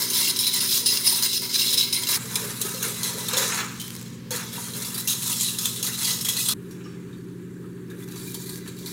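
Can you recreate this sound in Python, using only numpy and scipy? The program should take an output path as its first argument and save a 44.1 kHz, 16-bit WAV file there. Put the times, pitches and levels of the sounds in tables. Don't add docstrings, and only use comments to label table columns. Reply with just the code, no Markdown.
import sys
import numpy as np
from scipy import signal
from scipy.fft import rfft, irfft
from scipy.io import wavfile

SR = 44100
rng = np.random.default_rng(int(sys.argv[2]) if len(sys.argv) > 2 else 0)


def wrap_up_sound(samples):
    columns = np.atleast_2d(samples).T
    tamed = np.clip(columns, -1, 1)
    steps = np.round(tamed * 32767).astype(np.int16)
    wavfile.write(sys.argv[1], SR, steps)


N = 393372

PLACE_TIMES = [0, 2.166, 6.537, 8.92]


def place():
    return np.searchsorted(PLACE_TIMES[1:3], np.arange(N) / SR)


def before_move(start, t):
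    return start + t < PLACE_TIMES[np.searchsorted(PLACE_TIMES, start)]


def amp(db):
    return 10 ** (np.asarray(db) / 20)


def rms_one(x):
    return x / np.sqrt(np.mean(x ** 2) + 1e-20)


def drift(rate):
    step = 40
    r = np.exp(-2 * step * np.pi * rate / SR)
    noise = rng.standard_normal(N // step + 2002)
    slow = signal.lfilter([1], [1, -2 * r, r * r], noise)[2000:]
    slow = rms_one(slow - slow.mean())
    return np.interp(np.arange(N) / step, np.arange(len(slow)), slow)


def coloured(x, spectrum):
    hz, db = np.transpose(spectrum)
    bins = np.maximum(np.arange(N // 2 + 1) * SR / N, 1)
    return irfft(rfft(x) * amp(np.interp(np.log(bins), np.log(hz), db)), N)


def band(x, low_hz, high_hz):
    sos = signal.butter(2, [low_hz, high_hz], "band", fs=SR, output="sos")
    return signal.sosfilt(sos, x)


def resonance(x, hz, width):
    r = np.exp(-np.pi * max(width, 5) / SR)
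    gain = np.sqrt((1 - r * r) / 2)
    return signal.lfilter(gain * np.array([1, 0, -1]), [1, -2 * r * np.cos(2 * np.pi * hz / SR), r * r], x)


def pings(events, noisy):
    out, t = np.zeros(N + SR), np.arange(SR // 4) / SR
    puffs = rng.standard_normal((len(events), len(t)))
    for (start, db, hz, t60), puff in zip(events, puffs):
        tone = np.sin(2 * np.pi * hz * t) + noisy * resonance(puff, hz, 0.092 * hz)
        tone *= before_move(start, t)
        fade = amp(db - 60 * t / np.clip(t60, .01, .5))
        out[round(start * SR):][:len(t)] += fade * tone
    return out[:N]


# pitch in Hz, then relative level in dB per Hz at each of the three places.
AIR_COLOUR = [(25, -25.5, -31, -32), (60, -13.5, -15, -5), (113, 3, -4, 4), (199, 0, -4.5, 1.5),
              (304, -2, -6.5, -1), (398, 0, -10.5, 5.5), (512, -14, -15.5, -10.5), (660, -34, -37, -30),
              (1060, -44, -19.5, -15), (1310, -10, -27, -18.5), (1740, -17, -22.5, -13),
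              (2270, -27, -26, -31), (3500, -39, -27, -26), (5500, -35.5, -29, -34.5),
              (8000, -27.5, -36, -27), (16000, -40, -37, -34)]
AIR_LEVELS = [-44.5, -44, -45.5]


def air():
    white, at, table = rng.standard_normal(N), place(), np.array(AIR_COLOUR)
    heard = [rms_one(coloured(white, table[:, [0, k + 1]])) for k in range(3)]
    level_db = np.array(AIR_LEVELS)[at] + 1.0 * drift(9)
    return amp(level_db) * np.choose(at, heard)


MAINS_HUM_HZ, TURNS_HZ = 119.9, [44.82, 44.94, 44.28]
MOTOR_ORDERS = [(1, 0), (2, 0), (3, 0), (0, 1), (0, 2), (0, 3), (0, 4), (0, 5), (0, 6), (0, 7), (0, 8),
                (0, 9), (1, 1), (1, 2), (1, 3), (1, 4), (1, 5), (1, 6), (2, -2), (2, -1), (2, 1), (2, 3),
                (2, 4), (2, 6)]
# one place, with the rms level in dB of every tone in turn.
MOTOR_LEVELS = [
    [-50.5, -46.5, -78, -82, -91, -56.5, -49.5, -57, -57.5, -99, -99, -59, -75, -93, -80, -93, -80, -58,
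     -87, -83, -90, -49.5, -73, -60],
    [-44.5, -53.5, -81.5, -77, -76, -48.5, -43.5, -46, -57, -76, -59, -80, -55.5, -57, -78, -65, -81, -69,
     -54.5, -72, -62, -61.5, -62, -63.5],
    [-47, -73, -56, -69, -66, -48.5, -41, -52, -54, -56, -73, -51, -60, -52, -54, -49, -51.5, -53.5, -57,
     -70, -64, -50, -73, -69],
]


def motor():
    t, at, out = np.arange(N) / SR, place(), np.zeros(N)
    wavering_time = t + np.cumsum(0.0018 * drift(1.57)) / SR
    hum, turn = np.transpose(MOTOR_ORDERS)[:, :, None]
    for k in range(3):
        here = at == k
        cycles = hum * MAINS_HUM_HZ * t[here] + turn * TURNS_HZ[k] * wavering_time[here]
        tones = np.sin(2 * np.pi * (cycles + rng.random(hum.shape)))
        out[here] = np.sqrt(2) * amp(MOTOR_LEVELS[k]) @ tones
    return out


LANDS_S = 4.307


def swell(start, held, rise, fall):
    out, t = np.zeros(N), np.arange(N) / SR
    k = np.searchsorted(PLACE_TIMES[1:3], start)
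    held, rise, fall = max(held, 0), max(rise, .003), max(fall, .003)
    first = max(PLACE_TIMES[k], LANDS_S * (start > LANDS_S), start - 4 * rise)
    last = min(PLACE_TIMES[k + 1], start + held + 4 * fall)
    near = slice(int(first * SR), int(last * SR))
    before, after = (start - t[near]) / rise, (t[near] - start - held) / fall
    out[near] = amp(-20 * np.maximum(0, np.maximum(before, after)))
    return out


# time in seconds, scrape in dB, rub on the pan floor in dB, level above 8 kHz in relative dB.
LIGHT_CONTACT = [
    [(0, -29.5, -42, -6), (.85, -30, -46.5, -5.5), (1.1, -31.5, -43, -4), (1.35, -34, -56, -6.5),
     (1.52, -33, -52, -7), (1.88, -34, -48, -6.5), (2.166, -29, -41, -5.5)],
    [(2.166, -37.5, -42.5, -2.5), (3.0, -33, -42.5, -1.5), (3.3, -33.5, -43.5, -4.5),
     (3.66, -41, -42, -6.5), (3.92, -40, -50, -3), (4.14, -48, -55, -8), (4.22, -61, -68, -10),
     (4.304, -80, -85, -10), (4.31, -41, -50, -2), (4.5, -41, -54, -4), (4.9, -37, -46, 1.5),
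     (5.2, -37.5, -46.5, -1), (5.6, -33, -48, -2), (6.537, -36, -52, -1)],
    [(6.537, -70, -63, 2), (6.9, -58.5, -53, -11), (7.33, -64, -62, -5), (7.89, -63, -61, -4),
     (8.1, -55, -53.5, 0), (8.45, -44, -54.5, -1), (8.92, -60, -59.5, -2)],
]
LIGHT_RINGING = [-1.5, 0.5, 3]
# time of full strength in seconds, held time in seconds,
# scrape in dB, rub on the pan floor in dB, ringing in dB relative to the scrape,
# rise in seconds per 10 dB, fall in seconds per 10 dB (swell() raises times that are too short).
WHISK_SWEEPS = [(0, 0.023, -21, -32, -4, .1, 0.05), (0.171, .14, -19.5, -37, -1.5, .07, -0.07),
                (.41, 0.053, -24, -48.5, -3, .01, -0.1), (.47, 0, -25, -39, -4, -0.03, .05),
                (0.541, 0.054, -23, -38.5, 1, .02, -0.04), (.606, 0.055, -22.5, -36.5, -1, .004, -0.14),
                (0.731, 0.043, -17.5, -38.5, -3.5, 0.08, 0.04), (.865, 0.032, -26, -55, 6, .01, .05),
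                (.92, 0.043, -23.5, -37.5, 0, 0, 0.03), (1.08, 0.044, -20.5, -37.5, 0, 0.06, 0.12),
                (1.24, 0.028, -28, -40, 0, 0.1, -0.07), (1.335, 0.044, -27.5, -60, 5.5, 0.03, 0),
                (1.42, 0.014, -27.5, -37.5, 2.5, -0.1, .07), (1.56, .19, -23, -42.5, -0.5, 0.06, -0.1),
                (1.78, .05, -24, -50, 5, .005, .04), (1.93, .03, -25, -42, 3, .005, .06),
                (2.02, 0.029, -27.5, -39, -11, -0.1, 5), (2.089, .075, -20, -33.5, -2, -0.06, 0),
                (2.17, 0.0047, -28, -38, 3.5, 0.5, 0), (2.36, 0.054, -30, -50, -3, .1, 0.03),
                (2.5, 0.018, -31.5, -37.5, -4, 0.3, 0), (2.65, 0.0097, -27.5, -38.5, -3, .03, 0.15),
                (2.84, 0.027, -27, -36, -1, .02, 0.06), (3.07, 0, -24.5, -37.5, 3, .05, 0.0546),
                (3.2, .02, -32, -42, 3, .03, .04), (3.385, .04, -21, -28, 1, 0.08, 0.1133),
                (3.52, 0.084, -27, -32, 1, -0.14, .05), (4.32, 0.028, -27.5, -35, -0.5, 3, .11),
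                (4.53, 0.11, -35, -45, 2.5, 0, .06), (4.66, 0.0028, -35.5, -47, -1, 0, 0.1),
                (4.75, .14, -34, -44.5, -3.5, -0.1, 0.1), (4.98, 0.03, -28, -41, -2, -0.07, -0.23),
                (5.08, 0.055, -24.5, -56, -5, -0.02, -0.1), (5.275, .055, -25, -41, 1, 0.064, .06),
                (5.42, 0.067, -27, -57, 3.5, 0.08, .08), (5.61, 0.063, -26, -42.5, -2, -0.01, 0.07),
                (5.83, 0.043, -27, -40.5, -0.5, -0.05, .06), (5.98, 0.075, -28.5, -41.5, 1, 0, -0.4),
                (6.07, 0.038, -22.5, -39.5, 1.5, -0.05, .07), (6.29, 0.012, -28.5, -47, 2, 0, 0.2),
                (6.39, 0.026, -25.5, -47, 1.5, 0, 0.2), (6.49, 0.036, -21.5, -44.5, -1, -0.01, -0.6),
                (6.72, 0.065, -52, -58.5, -6, 0.2, 0.2), (7.14, 0, -58, -64, -4, 0.2, 0.7),
                (7.9, 0.0017, -49, -55, -5, .005, .05), (8.04, 0.0038, -41.5, -47.5, -4, 0.07, -0.04),
                (8.2, .12, -40.5, -54, 1, 0.1, 0.1), (8.41, 0.019, -39, -58, -1, 0.05, -0.1),
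                (8.52, 0.07, -42, -54, -2, .06, -0.8), (8.66, .03, -44.5, -50, 1, -0.02, -0.3),
                (8.8, 0.07, -43.5, -57, 3, .05, .1), (8.88, 0.022, -40, -50, 4, 0.03, .1)]


def strokes():
    t, at, light = np.arange(N) / SR, place(), np.zeros((3, N))
    for k, rows in enumerate(LIGHT_CONTACT):
        times, *columns = np.transpose(rows)
        light[:, at == k] = [np.interp(t[at == k], times, column) for column in columns]
    scrape_db, floor_db, treble_db = light
    power = amp(2 * np.array([scrape_db, floor_db, scrape_db + np.array(LIGHT_RINGING)[at]]))
    for start, held, scrape_db, floor_db, ring_db, rise, fall in WHISK_SWEEPS:
        sweep_db = np.array([[scrape_db], [floor_db], [scrape_db + ring_db]])
        power += amp(2 * sweep_db) * swell(start, held, rise, fall)
    return *power, treble_db


def friction(per_s, spread_db, smooth):
    sizes = amp(spread_db * np.minimum(rng.exponential(1, N), 3.5)) * rng.choice([-1, 1], N)
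    chance = per_s * amp(4 * drift(40)) / SR
    clicks = sizes * (rng.random(N) < chance)
    return rms_one(rms_one(clicks) + smooth * rng.standard_normal(N))


# pitch in Hz, relative level in dB per Hz.
ABOVE_COLOUR = [(350, -32), (600, -2.5), (748, -37), (984, -9.5), (1230, -13.5), (2470, -7), (5120, -2.5),
                (7520, -2), (14700, -2.5), (16000, -4)]
# pitch in Hz, relative level in dB per Hz.
SIDE_COLOUR = [(350, -22), (600, -14.5), (1830, -6), (1980, -46), (2210, -7.5), (3990, -2), (4520, -6),
               (6550, 2.5), (14900, -8), (16000, -9)]


def broad_scrape(slips, floor_db, treble_db):
    broad = np.where(place() == 0, coloured(slips, ABOVE_COLOUR), coloured(slips, SIDE_COLOUR))
    bands = [band(broad, 825, 2460), band(broad, 2780, 8530), band(broad, 7220, 15500)]
    levels_db = [floor_db + 2.2 * drift(11.3), -3.0, treble_db + 1.26 * drift(6.4)]
    return amp(-1.5) * sum(rms_one(b) * amp(db) for b, db in zip(bands, levels_db))


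def flecks(per_s, level_db):
    born = rng.random(N) < per_s / SR
    sizes = amp(4.7 * np.minimum(rng.exponential(1, N), 3))
    dealt = rng.integers(0, 24, N)
    pitches = np.geomspace(2900, 14500, 24) * (1 + 0.0367 * rng.standard_normal(24))
    chirps = np.zeros(N)
    for k, hz in enumerate(pitches):
        chirps += resonance(sizes * born * (dealt == k) + 1e-18, hz, 0.011 * hz)
    return amp(level_db) * rms_one(chirps)


# pitch in Hz, width in Hz before narrowing,
# then relative level in dB at each of the three places.
PAN_MODES = [(957, 81, -7, -9.5, -12.5), (1270, 17, -34.5, -12, -22), (1608, 32, -15, -27, -9.5),
             (1990, 72, -6, -7, -9), (2123, 186, -1, -7.5, -11), (2403, 30, -18, -16, -6.5),
             (2554, 62, -15.5, -11.5, -22), (3245, 210, -9.5, -4, -9.5), (3425, 114, -29, -4, -6.5),
             (3950, 210, 6, 1.5, 0.5), (4237, 140, 0.5, -1, -9), (4530, 250, -9, -6, 0),
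             (4780, 160, -26, -9, -11), (5080, 320, 6.5, -7, -10), (5370, 26, -10, -6, -24),
             (5780, 670, -20, -5.5, -4), (6590, 110, -9, -1.5, -3), (7360, 850, -13, 2, 2.5),
             (8740, 640, -2.5, -4, -10), (9280, 330, 4, -4, -8), (10180, 540, 2.5, -3, -7),
             (11330, 1200, -31, -4, -6), (12800, 200, -10, -9, -9), (14760, 650, 0, -9, -8)]
MODE_NARROWING = [0.74, 1, 0.74]


def pan_ringing(catches, struck, floor_db, treble_db):
    at, out = place(), np.zeros(N)
    for k, (hz, width, *place_db) in enumerate(PAN_MODES):
        share_db = floor_db + 11.5 if hz < 2300 else treble_db + 6.5 if hz > 8000 else 0
        wander_db = 2.64 * drift(20.5) + 2.13 * drift(5.0)
        level_db = np.array(place_db)[at] + share_db - 14.5 + wander_db
        driven = catches * struck[k % 4] * amp(level_db)
        for j, narrow in enumerate(MODE_NARROWING):
            ring = resonance(driven[at == j], hz, width * narrow)
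            out[at == j] += ring * (-1) ** k
    return out


# time of the peak in seconds, relative level in dB.
GRATE_JOLTS = [(.03, -51), (.11, -55), (.57, -55), (.82, -52.5), (.91, -52.5), (1.44, -52), (1.74, -55),
               (2.06, -58), (2.25, -49.5), (2.44, -44), (2.65, -47), (2.87, -43), (3.07, -47.5),
               (3.17, -43.5), (3.41, -38), (3.6, -49), (4.345, -46), (4.57, -50.5), (4.76, -50),
               (4.97, -55), (5.69, -52), (5.82, -51.5), (6.12, -54.5), (6.33, -54), (6.52, -55),
               (6.68, -60), (7.6, -59), (7.95, -58), (8.39, -60), (8.58, -57), (8.69, -59), (8.83, -59)]
# pitch in Hz, width in Hz (doubled in each of two filters), relative level in dB.
GRATE_MODES = [(418.5, 21, 0.5), (459, 30.7, 3.5), (518, 38, -4)]


def grate_shudder(slips):
    rise_s, fall_s, steady_db = 0.058, 0.075, -69
    power = amp(2 * steady_db)
    for start, db in GRATE_JOLTS:
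        power = power + amp(2 * db) * swell(start, 0, rise_s, fall_s)
    out = np.zeros(N)
    for hz, width, db in GRATE_MODES:
        ring = resonance(resonance(slips, hz, 2 * width), hz, 2 * width)
        out += np.sqrt(power) * amp(db + 2.4 * drift(10.0)) * rms_one(ring)
    return out


# start in seconds, relative level in dB,
# time to fall by 60 dB in seconds (cut to 0.5 at most), pitch in Hz of the wire that sings loudest.
WIRE_HITS = [(.0209, -22.5, .14, 5360), (0.1006, -21.5, 0.11, 6360), (0.134, -23, 0.21, 4710),
             (0.362, -21, .08, 5100), (0.3884, -18.5, 0.22, 5350), (0.467, -18, 0.15, 3960),
             (.5314, -23.5, 0.19, 5080), (0.604, -21, 0.17, 3730), (.694, -30, 0.28, 4100),
             (.8593, -19, 0.31, 4880), (0.972, -18, 0.055, 4700), (1.064, -27, 0.35, 3810),
             (1.2235, -19.5, 0.48, 5000), (1.3297, -23.5, 0.32, 5220), (1.541, -20, 0.15, 4750),
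             (1.5917, -20.5, 0.57, 4120), (1.7276, -21, 0.16, 4130), (1.7729, -22, 0.15, 5130),
             (1.9272, -20.5, 0.18, 5200), (2.035, -22, .052, 3240), (2.07, -23, 0.076, 3960),
             (2.356, -18, .064, 5270), (2.6142, -19.5, 0.091, 6460), (2.7447, -31.5, .18, 4130),
             (2.827, -20, 0.13, 6600), (3.032, -21, 0.099, 6420), (3.2844, -20, .067, 3660),
             (3.3332, -20.5, .075, 4120), (3.37, -18.5, 0.23, 6770), (3.798, -32, 0.33, 3110),
             (4.3072, -23.5, 0.081, 6590), (4.3606, -24, 0.077, 6900), (4.7363, -34.5, 0.1, 4000),
             (4.8197, -31, .13, 4200), (4.847, -30, .12, 4700), (4.943, -29, 0.14, 4630),
             (5.074, -21.5, 0.58, 6470), (5.221, -29.5, 0.26, 4030), (5.2619, -29, 0.092, 6500),
             (5.398, -28, 0.13, 3200), (5.409, -20, 0.14, 6880), (5.432, -24.5, 0.14, 4150),
             (5.5857, -22.5, 0.097, 5180), (5.6562, -16, 0.045, 6780), (5.7603, -33, 0.23, 3500),
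             (5.8277, -20, 0.091, 6480), (5.8668, -23, 0.091, 4010), (5.9326, -29, 0.23, 3930),
             (5.9896, -31, 0.14, 4120), (6.0299, -25.5, 0.27, 3330), (6.046, -21, 0.13, 4840),
             (6.2094, -24.5, 0.11, 5360), (6.2481, -23, 0.24, 3310), (6.2863, -18.5, 0.13, 3360),
             (6.3677, -22.5, 0.2, 4120), (6.4603, -26, 0.082, 3390), (6.4851, -17, 0.089, 3420),
             (6.71, -47.5, .2, 5620), (7.9014, -46, 0.1, 3700), (8.086, -41.5, 0.054, 3960),
             (8.11, -44, .24, 3950), (8.1574, -42.5, 0.099, 6000), (8.344, -32, 0.1, 4400),
             (8.4595, -39, 0.24, 4200), (8.493, -34, 0.073, 4020), (8.675, -38, 0.14, 4360),
             (8.7879, -44, .12, 4020), (8.8596, -33.5, 0.19, 4280)]


def rattles(extra_db, crack_db):
    out, t = np.zeros(N + SR), np.arange(SR // 4) / SR
    for (start, db, t60, _), more_db in zip(WIRE_HITS, extra_db):
        rattle = amp(-120 * t / np.clip(t60, .01, .5))
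        crack = amp(2 * crack_db - 120 * t / 0.0097)
        shape = (rattle + crack) * before_move(start, t)
        out[round(start * SR):][:len(t)] += amp(2 * (db + more_db)) * shape
    return out[:N]


def singing_wires():
    songs = [(start, -24.5 + 0.93 * (db + 17.5), hz, t60) for start, db, t60, hz in WIRE_HITS]
    return pings(songs, noisy=0.7)


HIT_FLOOR_SHARE = [-26.5, -20, -12]
HIT_TREBLE = [-5.5, 0, 1]


def whisk():
    scrape, floor, ring, treble_db = strokes()
    at = place()
    slips = friction(per_s=4000, spread_db=4.0, smooth=0.86)
    catches = friction(per_s=900, spread_db=1.0, smooth=0.89)
    rattle = rattles(np.zeros(len(WIRE_HITS)), crack_db=0.0)
    force = np.sqrt(scrape * amp(1.25 * drift(32)) + rattle)
    rattle_on_floor = amp(2 * np.array(HIT_FLOOR_SHARE)[at]) * rattle
    floor_db = 10 * np.log10((floor + rattle_on_floor) / (scrape + rattle))
    treble_db = (scrape * treble_db + rattle * np.array(HIT_TREBLE)[at]) / (scrape + rattle)
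    spread_db = rng.normal(0, 1.6, (len(WIRE_HITS), 4))
    struck = [np.sqrt(ring * amp(-3.5) + rattles(spread_db[:, k], crack_db=-10.5)) for k in range(4)]
    out = force * broad_scrape(slips, floor_db, treble_db)
    out += force * flecks(per_s=350, level_db=-11.5)
    out += pan_ringing(catches, struck, floor_db, treble_db)
    return out + grate_shudder(slips) + singing_wires()


# start in seconds, level in dB of the pure tone, pitch in Hz, time to fall by 60 dB in seconds.
LONE_TAPS = [(1.125, -39, 900, 0.13), (1.24, -44, 980, .15), (4.315, -40, 900, .2), (4.58, -39, 950, 0.22),
             (5.87, -40.5, 1990, 0.29), (6.075, -37.5, 1990, 0.27), (6.265, -39.5, 1990, 0.31),
             (6.381, -41, 1990, .15), (6.479, -39, 1270, 0.49), (6.842, -53, 5500, 0.32),
             (6.848, -55, 2950, .08), (6.857, -48, 1200, .14), (7.129, -53, 3700, .1),
             (7.286, -58, 4200, .062), (7.567, -53, 1640, .087), (7.64, -50, 1270, .16),
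             (7.91, -47, 1660, 0.22), (8.345, -51, 934, 0.2), (8.84, -53, 953, .34)]


def taps():
    return pings(LONE_TAPS, noisy=0.8)


# start in seconds, level in dB of the main tone, pitch in Hz.
PAN_KNOCKS = [(2.362, -39, 438), (2.608, -38.5, 433), (2.649, -33, 395), (2.745, -35, 519),
              (2.867, -37.5, 393), (3.04, -45, 398), (3.333, -28, 500), (3.368, -26, 534),
              (4.31, -28.5, 493), (4.953, -43, 395), (5.822, -49, 495)]


def knocks():
    out, t = np.zeros(N), np.arange(SR // 4) / SR
    for start, db, hz in PAN_KNOCKS:
        ring = np.sin(2 * np.pi * hz * t) + .5 * np.sin(2 * np.pi * 0.95 * hz * t)
        soft_start = 1 - np.exp(-t / 0.0016)
        out[round(start * SR):][:len(t)] += amp(db - 60 * t / 0.23) * soft_start * ring
    return out


# start in seconds, starting level in dB before filtering.
WIRE_TICKS = [(3.5457, -19), (3.7644, -33), (3.8154, -20), (3.88, -22), (3.905, -24), (3.952, -24),
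              (3.9644, -25), (4.0133, -29), (4.0277, -30), (8.079, -38), (8.123, -32), (8.5455, -40),
              (8.558, -29)]


def ticks():
    clicks, t = np.zeros(N), np.arange(SR // 100) / SR
    for start, db in WIRE_TICKS:
        burst = amp(db - 60 * t / 0.0082) * rng.standard_normal(len(t))
        clicks[round(start * SR):][:len(t)] += burst
    return band(clicks, 2000, 18000)


def kitchen(x, t60, level_db):
    t = np.arange(SR // 2) / SR
    tail = band(rng.standard_normal(len(t)), 150, 7600) * amp(-60 * t / t60)
    tail *= t > .004
    tail *= amp(level_db) / np.sqrt(np.sum(tail ** 2))
    at, out = place(), np.zeros(N)
    for k in range(3):
        echo = signal.fftconvolve(x * (at == k), tail)[:N]
        out += (at == k) * (x + echo)
    return out


def scene():
    pan = kitchen(whisk() + taps() + knocks() + ticks(), t60=0.52, level_db=-13.5)
    return np.tile(air() + motor() + pan, (2, 1))


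def record(dry):
    cutoff_hz = 15830
    rounded = .75 * np.tanh(dry / .75)
    low_pass = signal.ellip(12, .5, 70, cutoff_hz, fs=SR, output="sos")
    return signal.sosfilt(low_pass, rounded)


dry = scene()
out = record(dry)
wrap_up_sound(out)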